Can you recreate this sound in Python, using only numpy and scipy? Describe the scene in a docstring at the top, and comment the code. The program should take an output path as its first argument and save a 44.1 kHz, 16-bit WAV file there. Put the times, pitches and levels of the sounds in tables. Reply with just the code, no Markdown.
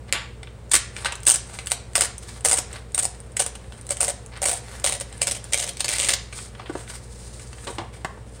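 """In a small room with a mains hum, a glossy page is torn out of a magazine close to the microphone.
It goes along the spine in thirteen short rips; then the loose page is laid aside and the magazine turned over.
Each rip is a few tugs in which the tear sticks and slips; each slip is a volley of random clicks, the snapping
fibres, filtered by the modes of the taut sheet. Buckles and knocks are decaying crackles, rubbing is
uneven grainy noise, the hum is a sum of sines, and sparse decaying reflections make the room."""
import sys
import numpy as np
from scipy import signal
from scipy.fft import rfft, irfft
from scipy.io import wavfile

SR = 44100
rng = np.random.default_rng(int(sys.argv[2]) if len(sys.argv) > 2 else 0)


def transcribe(signal):
    """Save signal, clipped to [-1, 1], as a 16-bit WAV file at the path in sys.argv[1]."""
    frames = np.atleast_2d(signal).T
    limited = np.clip(frames, -1, 1)
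    pcm = np.round(limited * 32767).astype(np.int16)
    wavfile.write(sys.argv[1], SR, pcm)


N = 370440  # length in samples

# Hum of mains and motors. Each row: frequency in Hz, level in dB.
HUM_TONES = [(58.8, -44), (105, -51.5), (120, -48), (178, -61)]
# Spectrum of the air noise. Each row: frequency in Hz, relative level in dB.
AIR_SPECTRUM = [(15, -25), (30, -16), (45, -9.5), (68, 3.5), (90, -1), (140, -7), (165, -9.5), (215, -6),
                (270, -15.5), (470, -8.5), (640, -16.5), (1500, -25), (5500, -36.5), (9000, -42),
                (16000, -33)]
# Resonance of the microphone in the top octave. Each row: frequency in Hz, gain in dB.
MIC_RESPONSE = [(6000, 0), (7200, 4.5), (8000, 7.5), (8700, 12), (9250, 7), (10000, -1.5), (11300, -14),
                (15500, -13.5)]
# Reverberation time. Each row: frequency in Hz, time to decay by 60 dB in seconds.
ROOM_T60 = [(150, 0.05), (1000, 0.46), (4000, 0.39), (9000, 0.29), (15000, 0.02)]
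# Strength of the reverberation. Each row: frequency in Hz, level in dB.
ROOM_LEVEL = [(150, -13), (700, -7), (2500, -7), (6000, -6), (8700, -13), (11000, -6), (15000, 3)]
# Reflections from the table and the magazine. Each row: delay in seconds, gain as a factor.
NEAR_REFLECTIONS = [(.0014, 0.096), (.0034, 0.23), (.0052, 0.18), (.0087, .18)]

# Strokes of paper on paper or skin. Each row: start in seconds, end in seconds, level of the low rustle
# in dB, level of the high hiss in dB.
STROKES = [(0.071, .111, -47, -58), (0.925, 1.059, -43.5, -42.5), (1.016, 1.155, -38, -66.5),
           (1.438, 1.69, -48, -44.5), (2.171, 2.43, -49.5, -45.5), (2.67, 2.823, -43.5, -50.5),
           (4.312, 4.414, -43.5, -64), (4.493, 4.613, -54, -43), (4.613, 4.848, -46, -47),
           (5.42, 5.52, -51, -49), (5.87, 6.16, -43, -39), (6.308, 6.504, -52, -39),
           (6.542, 6.717, -50.5, -75), (6.716, 6.882, -50, -45.5), (6.851, 7.002, -48, -40.5),
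           (6.949, 7.635, -60, -47.5), (7.499, 7.81, -54.5, -45), (7.924, 7.994, -51.5, -50),
           (8.261, 8.44, -75, -53.5)]
# Colour of the low rustle. Each row: frequency in Hz, relative level in dB.
RUSTLE_COLOUR = [(150, -19), (500, 0), (1100, 1.5), (1900, 2.5), (3000, -4.5), (4500, -5), (9000, -38),
                 (16000, -20)]
# Colour of the high hiss. Each row: frequency in Hz, relative level in dB.
HISS_COLOUR = [(1000, -25), (3500, -1.5), (5000, 0.5), (7000, -1), (9000, -1), (16000, -3.5)]

# Knocks of paper on the table. Each row: time in seconds, level in dB, weight of the thud in dB,
# hollow ring in dB, decay time in seconds.
KNOCKS = [(6.597, -33, -22, -14, 0.0067), (6.696, -25, -14, 13, 0.0081), (6.753, -23, -11, 10.5, 0.0055),
          (7.669, -31.5, -11, 2, 0.028), (7.783, -29, 7, -1, .027), (8.047, -20.5, 1, -2, .005),
          (8.174, -43.5, -10, 8, 0.0094)]
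# Colour of a knock. Each row: frequency in Hz, relative level in dB.
KNOCK_COLOUR = [(40, -13.5), (90, 3), (170, 1), (240, 0.5), (315, -1.5), (400, 3), (600, -1), (730, 0.5),
                (1100, -3), (2500, -16), (6000, -27), (16000, -54)]
# Buckles of the sheet. Each row: time in seconds, level in dB, brightness in dB, decay time in seconds.
BUCKLES = [(.1257, -6.5, 0, 0.00098), (.134, -22, -13, 0.0034), (.144, -28.5, -30, 0.034),
           (.431, -32.5, -16, 0.0021), (.472, -39.5, -30, .004), (.965, -26, -9, 0.0023),
           (1.047, -23.5, -4, 0.0057), (1.056, -21, -10, .012), (1.122, -25.5, -7.5, 0.0045),
           (1.588, -28, -9, 0.0044), (2.728, -34.5, 8, 0.0056), (2.762, -39, -12, 0.0066),
           (3.553, -34, -4, 0.0045), (3.723, -39.5, -11, 0.004), (5.1267, -33.5, -7, 0.002),
           (6.326, -35.5, -8, 0.0098), (6.389, -35.5, -17, .0056), (6.55, -41, -21, .0046),
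           (6.595, -42, -24, 0.0034), (6.659, -40.5, -32, 0.013), (6.877, -37.5, -18, 0.0025),
           (6.899, -36, -8, .006), (7.395, -40.5, 0, 0.0087), (7.53, -37, -9, .0034),
           (7.584, -44, -22, .0045), (7.67, -34, -9, 0.017), (7.783, -29, -16.5, 0.0047),
           (8.047, -27, 2.5, 0.0014)]
# Colour of a buckle. Each row: frequency in Hz, relative level in dB.
BUCKLE_COLOUR = [(80, -23), (250, -10.5), (500, -2.5), (1000, 1.5), (2400, 2.5), (4000, 0), (6500, -2),
                 (9000, -2.5), (16000, -8)]
# Single fibres that give way under tension. Each row: time in seconds, level in dB.
TICKS = [(1.155, -26), (1.2327, -29), (1.2535, -28), (1.702, -24), (2.181, -25), (3.2027, -31),
         (3.8123, -32), (4.2623, -32), (5.4421, -26.5)]

# The rips. Each row: start in seconds, drumming of the taut sheet in dB, brightness in dB, slackness in dB.
RIPS = [(.70, -30, 0.5, 0), (1.22, -14, 9.5, 0.5), (1.658, -12, 1, 1.5), (1.931, -2, 1, -1.5),
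        (2.432, .5, 8, -1), (2.931, 1, 10, -1), (3.35, 2.5, 5.5, 0), (3.87, 3, 5.5, -1), (4.39, 3, 5, -1),
        (4.801, -1, -0.5, 3.5), (5.20, -3, 0, 3.5), (5.51, -1.5, -2.5, 6), (5.761, -11, -6.5, 6.5)]
# Tugs on the page. Each row: start in seconds, length in seconds, level of the first slip in dB,
# change of level by the last slip in dB.
TUGS = [(0.715, 0.016, -11.5, -14), (0.735, 0.03, -9, 1.5), (1.2668, 0.062, -7.3, -2),
        (1.34, 0.029, -14.5, -0.5), (1.6708, 0.00081, -22, 0), (1.7115, .001, -22, 0),
        (1.7179, 0.00081, -11.5, 0), (1.954, 0.048, -10, -15), (2.009, .016, -8, -8),
        (2.037, 0.028, -21, -3), (2.4488, .034, -9.5, -9.5), (2.4853, .022, -13.5, -6),
        (2.513, .001, -12, 0), (2.521, .028, -14.5, 1), (2.559, 0.034, -24, 8), (2.946, .015, -15, -8),
        (2.979, .026, -15.5, 0.5), (3.025, .034, -21, 3), (3.369, 0.0006, -16.5, 0),
        (3.395, .03, -14.5, -4), (3.439, 0.0045, -28.5, 0), (3.463, .002, -20, 0), (3.8915, .015, -28, 4),
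        (3.907, .022, -14.5, -11), (3.97, 0.0011, -26, 0), (4.0057, 0.068, -12, -15),
        (4.08, 0.034, -16.5, -3), (4.418, 0.047, -20.5, 6), (4.4684, 0.074, -17, -6),
        (4.548, 0.036, -33.5, 2), (4.8425, .016, -12.5, -7), (4.863, 0.05, -13, -11),
        (4.923, 0.055, -19, -12.5), (5, .016, -25.5, 1), (5.217, .016, -11.5, -7.5),
        (5.2705, 0.034, -15.5, -9), (5.3117, .018, -17.5, 0.5), (5.3474, 0.038, -27.5, -2),
        (5.524, .01, -23, 0), (5.5335, .016, -12, -2), (5.5758, 0.074, -20.5, -4), (5.6662, 0.032, -29, 6),
        (5.769, .004, -30, 0), (5.796, .015, -28.5, 10.5), (5.8443, 0.021, -17.5, -9),
        (5.8814, 0.092, -19.5, -4.5), (5.9837, 0.11, -18.5, -5.5), (6.087, .04, -11.5, -9),
        (6.1346, .005, -12, 7.5)]
# Colour of snapping fibres. Each row: frequency in Hz, relative level in dB.
FIBRE_COLOUR = [(60, -34), (160, -15), (260, -9.5), (350, -3), (500, -4.5), (1100, -2), (2000, 0.5),
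                (3500, 0), (6000, -1), (9000, 0), (16000, -3)]
# Modes of the taut sheet. Each row: frequency in Hz, width in Hz, level over the fibres in dB.
SHEET_MODES = [(472, 73, 11), (581, 114, 10.5), (723, 68, 15), (944, 220, 1)]
# Treble that crisp fibres favour. Each row: frequency in Hz, share of the rip's brightness.
CRISP_SHARE = [(4000, 0.077), (7000, 0.52), (8700, 0.92), (9700, 0.72), (11500, .48)]
# Loss as the sheet comes free. Each row: frequency in Hz, share of the rip's slackness that is lost.
SLACK_SHARE = [(200, 0.93), (400, 0.21), (580, 0.11), (800, 0.79), (1200, 1.0), (1550, 0.98), (2000, 0),
               (9500, 0), (12000, .25)]

TAPS = 2048  # length of the colouring filters in samples
HZ = np.fft.rfftfreq(TAPS, 1 / SR)
EDGE_HZ = 15900  # upper band limit

# while the hands hold the paper (from s, to s) it never lies quite still
GRIP_S, GRIP_RUSTLE_DB, GRIP_HISS_DB = (.9, 8.4), -58, -57
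GRIP_SWELL_DB, GRIP_SWELL_S = 4, .12  # how much and how slowly that faint rustle swells
FLUTTER_DB, FLUTTER_S = 3.5, .015  # sliding paper catches and lets go

# a stroke flexes the sheet: a small buckle, its level in dB over the rustle
CREASE_DB, CREASE_SCATTER_DB, CREASE_DULL_DB, CREASE_S = 2, 1.5, -18, .004
STRAIN_LEAD_S, STRAIN_DB = .03, -36  # a fibre gives way near the start of a rip: earliest lead, mean level

SLIP_GAP_S, SLIP_JITTER = .0085, .36  # mean time between slips, and its scatter as a share of that
SLIP_S, SLIP_SPREAD = .0026, 0.96  # how long a slip of the taut sheet runs, its spread (log factor)
SLIP_SCATTER_DB = 2.2  # rms scatter of the level of slips after the first
SLACK_DRAG = .45  # dB by which a slip runs longer for each dB of slackness
GIVE_S, LEAD_S = .0018, .012  # fibres give before a slip: how fast they build up, how early at most
TENSION_SPREAD = .045  # greatest share by which the modes shift with tension


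def amp(db):
    """Amplitude ratio: twenty decibels are a factor of ten."""
    return 10 ** (np.asarray(db) / 20)


def unit(x):
    """Normalisation to a root mean square of one."""
    return x / np.sqrt(np.mean(x ** 2) + 1e-20)


def read(points, hz=HZ):
    """Interpolation of a table of (Hz, value) on a logarithmic frequency axis."""
    f, value = np.transpose(points)
    return np.interp(np.log(hz + 1), np.log(f), value)


def add(mix, s, sound):
    """Superposition: the sound is added to the mix from s seconds on."""
    part = mix[round(s * SR):][:len(sound)]
    part += sound[:len(part)]


def coloured(x, db):
    """Minimum-phase filtering: the log gain, microphone included, fixes the phase of a causal filter."""
    log_gain = np.log(amp(np.maximum(db + read(MIC_RESPONSE), -100)))
    circle = np.concatenate([log_gain, log_gain[-2:0:-1]])
    spectrum = np.exp(np.conj(signal.hilbert(circle)))
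    return signal.fftconvolve(x, np.fft.ifft(spectrum).real)


def sized(x, db, seconds):
    """Energy is power times duration: x gets that of a sound of level db lasting so many seconds."""
    return x * amp(db) * np.sqrt(seconds * SR / np.sum(x ** 2))


def wander(n, step_s, size=1024):
    """A random modulation: straight lines join new Gaussian values at every step."""
    return np.interp(np.arange(n) / SR / step_s, np.arange(size), rng.standard_normal(size))


def crackle(n, per_s, spread_db):
    """Impulsive noise: random clicks of either sign, a few much larger than the rest."""
    size = amp(spread_db * np.minimum(rng.exponential(1, n), 4))
    sign = rng.choice([-1, 1], n)
    struck = rng.random(n) < per_s / SR
    return unit(size * sign * struck)


def flex(depth_db):
    """Shape governs radiation: each new bend of the sheet raises some bands and sinks others."""
    knots = np.geomspace(300, 16000, num=26)
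    return read(np.transpose([knots, depth_db * rng.standard_normal(len(knots))]))


def background():
    """Stationary sound: a sum of steady hum tones over low, spectrally shaped air noise."""
    t, hz = np.arange(N) / SR, np.fft.rfftfreq(N, 1 / SR)
    hum = np.zeros(N)
    for f, db in HUM_TONES:
        hum += amp(db) * np.sqrt(2) * np.sin(2 * np.pi * (f * t + rng.random()))
    gain = amp(read(AIR_SPECTRUM, hz) + read(MIC_RESPONSE, hz))
    air = irfft(rfft(rng.standard_normal(N)) * gain, N)
    return hum + amp(-44.5) * unit(air)


def room(x):
    """Reverberation: sparse reflections from table and walls, each band decaying exponentially."""
    n = SR // 2
    onset = np.clip((np.arange(n) / SR - .003) / 0.0008, 0, 1)
    reflections = rng.choice([-1., 1.], n) * (rng.random(n) < 3000 / SR) * onset
    hz, t, z = signal.stft(unit(reflections), SR, nperseg=256)
    t60 = read(ROOM_T60, hz)[:, None]
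    decay = np.exp(-np.log(1000) * t / t60)
    # gives the decaying response of each band unit energy
    norm = np.sqrt(2 * np.log(1000) / (t60 * SR))
    z = z * amp(read(ROOM_LEVEL, hz)[:, None]) * decay * norm
    response = signal.istft(z, SR, nperseg=256)[1]
    return signal.fftconvolve(x, response)[:N]


def table_top(x):
    """Interference: early reflections from nearby surfaces comb the direct sound."""
    out = x.copy()
    for delay, gain in NEAR_REFLECTIONS:
        add(out, delay, gain * x)
    return out


def slide(speed, rustle_db, hiss_db):
    """Sliding friction: glossy paper moves unevenly, with a grainy rustle and a finer hiss."""
    n, bend = len(speed), flex(depth_db=1.5)
    uneven = speed * amp(FLUTTER_DB * wander(n, FLUTTER_S))
    rustle = coloured(uneven * crackle(n, 900, 3.5), read(RUSTLE_COLOUR) + bend)
    hiss = coloured(uneven * crackle(n, 7000, 3.3), read(HISS_COLOUR) + bend)
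    seconds = n / SR / 2
    return sized(rustle, rustle_db, seconds) + sized(hiss, hiss_db, seconds)


def rubbing():
    """Friction noise: strokes swell and fade over the faint, uneven shifting of paper in the hands."""
    out, t = np.zeros(N), np.arange(N) / SR
    held = (t > GRIP_S[0]) * (t < GRIP_S[1])
    shifting = held * amp(GRIP_SWELL_DB * wander(N, GRIP_SWELL_S))
    add(out, 0, slide(shifting, GRIP_RUSTLE_DB, GRIP_HISS_DB))
    for start, end, rustle_db, hiss_db in STROKES:
        n = max(round((end - start) * SR), 256)
        add(out, start, slide(np.sqrt(np.hanning(n)), rustle_db, hiss_db))
    return out


def pop(db, decay, colour, grit_db):
    """Sudden release of energy: a burst of fine crackles under an exponential decay."""
    t = np.arange(SR // 6) / SR
    burst = np.exp(-t / decay) * crackle(len(t), 12000, grit_db)
    return sized(coloured(burst, colour + flex(depth_db=1.86)), db, decay)


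def knocks():
    """Impact: page and magazine land on the table with a low thud and a hollow ring."""
    out = np.zeros(N)
    # share of the thud and of the ring that each frequency gets
    thud = read([(150, 0.79), (320, 0)])
    hollow = read([(230, 0), (310, 1.0), (400, 0.46), (485, 0.89), (640, 0)])
    for s, db, thud_db, hollow_db, decay in KNOCKS:
        colour = read(KNOCK_COLOUR) + thud_db * thud + hollow_db * hollow
        add(out, s, pop(db, decay, colour, grit_db=1.0))
    return out


def buckling():
    """Elastic instability: the sheet snaps from one bend to another, faintly so in every stroke."""
    out = np.zeros(N)
    treble = read([(3500, 0.0046), (8000, 1)])  # share of the brightness that each frequency gets
    creases = []
    for start, end, rustle_db, _ in STROKES:
        s = start + (end - start) * rng.uniform(.25, 0.58)
        db = rustle_db + CREASE_DB + CREASE_SCATTER_DB * rng.standard_normal()
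        creases.append((s, db, CREASE_DULL_DB, CREASE_S))
    for s, db, bright_db, decay in creases + list(BUCKLES):
        add(out, s, pop(db, decay, read(BUCKLE_COLOUR) + bright_db * treble, grit_db=3.5))
    return out


def fibre_ticks():
    """Brittle failure: single fibres give way under tension, one of them near the start of each rip."""
    out = np.zeros(N)
    strain = []
    for start, *_ in RIPS:
        s = start - STRAIN_LEAD_S * rng.uniform(-0.42, 1)
        strain.append((s, STRAIN_DB + 3 * rng.standard_normal()))
    for s, db in strain + list(TICKS):
        add(out, s, pop(db, 0.001, read(FIBRE_COLOUR) + 8 * read(CRISP_SHARE), grit_db=1.0))
    return out


def drumming(drum_db):
    """Membrane resonance: modes of the taut sheet at a chance tension, in dB over the fibres."""
    tension = 1 + TENSION_SPREAD * rng.uniform(-0.85, 1)
    power = 0
    for hz, width, mode_db in SHEET_MODES:
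        detuning = 2 * (HZ - hz * tension) / width
        power = power + amp(mode_db) ** 2 / (1 + detuning ** 2) ** 2
    return 10 * np.log10(1 + power * amp(drum_db) ** 2)


def slips(length, change_db, slack_db, t, most=16):
    """Stick-slip motion: yields (run of the tear, its stragglers, size) for each slip of one tug."""
    chance = rng.uniform(-1, 1, (most, 3))
    chance[0, :2] = 0  # the first slip keeps its time and level
    total = min(max(round(length / SLIP_GAP_S), 1), most)
    for k, (late, loud, long) in enumerate(chance[:total]):
        age = t - SLIP_GAP_S * (k + SLIP_JITTER * late)
        runs_s = min(SLIP_S * amp(SLACK_DRAG * slack_db) * np.exp(SLIP_SPREAD * long), length)
        run = (age >= 0) * np.exp(-np.maximum(age - runs_s, 0) / 0.00042)
        after = np.exp(-abs(age) / np.where(age < 0, GIVE_S, .0105))
        # the root of three turns the uniform chance into one of unit rms
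        level_db = change_db * k / max(total - 1, 1) + SLIP_SCATTER_DB * np.sqrt(3) * loud
        yield run, after, amp(level_db)


def tearing(ways=4):
    """Fracture in slips: volleys of snapping fibres with stragglers drive a taut sheet bent in a few ways."""
    out, t = np.zeros(N), np.arange(SR // 6) / SR - LEAD_S
    starts = [row[0] for row in RIPS]
    for s, length, db, change_db in TUGS:
        _, drum_db, bright_db, slack_db = RIPS[max(np.searchsorted(starts, s) - 1, 0)]
        colour = read(FIBRE_COLOUR) + bright_db * read(CRISP_SHARE) - slack_db * read(SLACK_SHARE)
        bends = []
        for _ in range(ways):
            volley, stragglers = crackle(len(t), 9000, 3.5), crackle(len(t), 2200, 4.1)
            bends.append((volley, stragglers, flex(depth_db=1.7) + drumming(drum_db)))
        # successive slips take the bends in turn
        for k, (run, after, size) in enumerate(slips(length, change_db, slack_db, t)):
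            volley, stragglers, bend = bends[k % ways]
            fibres = unit(run * volley) + amp(-5.5) * unit(after * stragglers)
            add(out, s - LEAD_S, size * sized(coloured(fibres, colour + bend), db, .0028))
    return out


def scene():
    """Superposition of direct sound, its reverberation and the steady background."""
    still = background()
    rub = rubbing()
    taps = knocks() + fibre_ticks()
    buckles = buckling()
    tear = tearing()
    direct = table_top(tear + buckles + taps + rub)
    # a buckling sheet radiates broadly, so more of it returns from the walls
    to_walls = tear + rub + amp(1) * buckles + amp(-0.5) * taps
    return (direct + room(to_walls) + still)[None]


def record(dry):
    """Saturation and band limiting: the loudest snaps are rounded off, then the top is cut."""
    ceiling = .74
    rounded = dry / (1 + (dry / ceiling) ** 6) ** (1 / 6)
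    low_pass = signal.firwin(301, EDGE_HZ, window=("kaiser", 7), fs=SR)
    return signal.oaconvolve(rounded, low_pass[None], "same")


dry = scene()
out = record(dry)
transcribe(out)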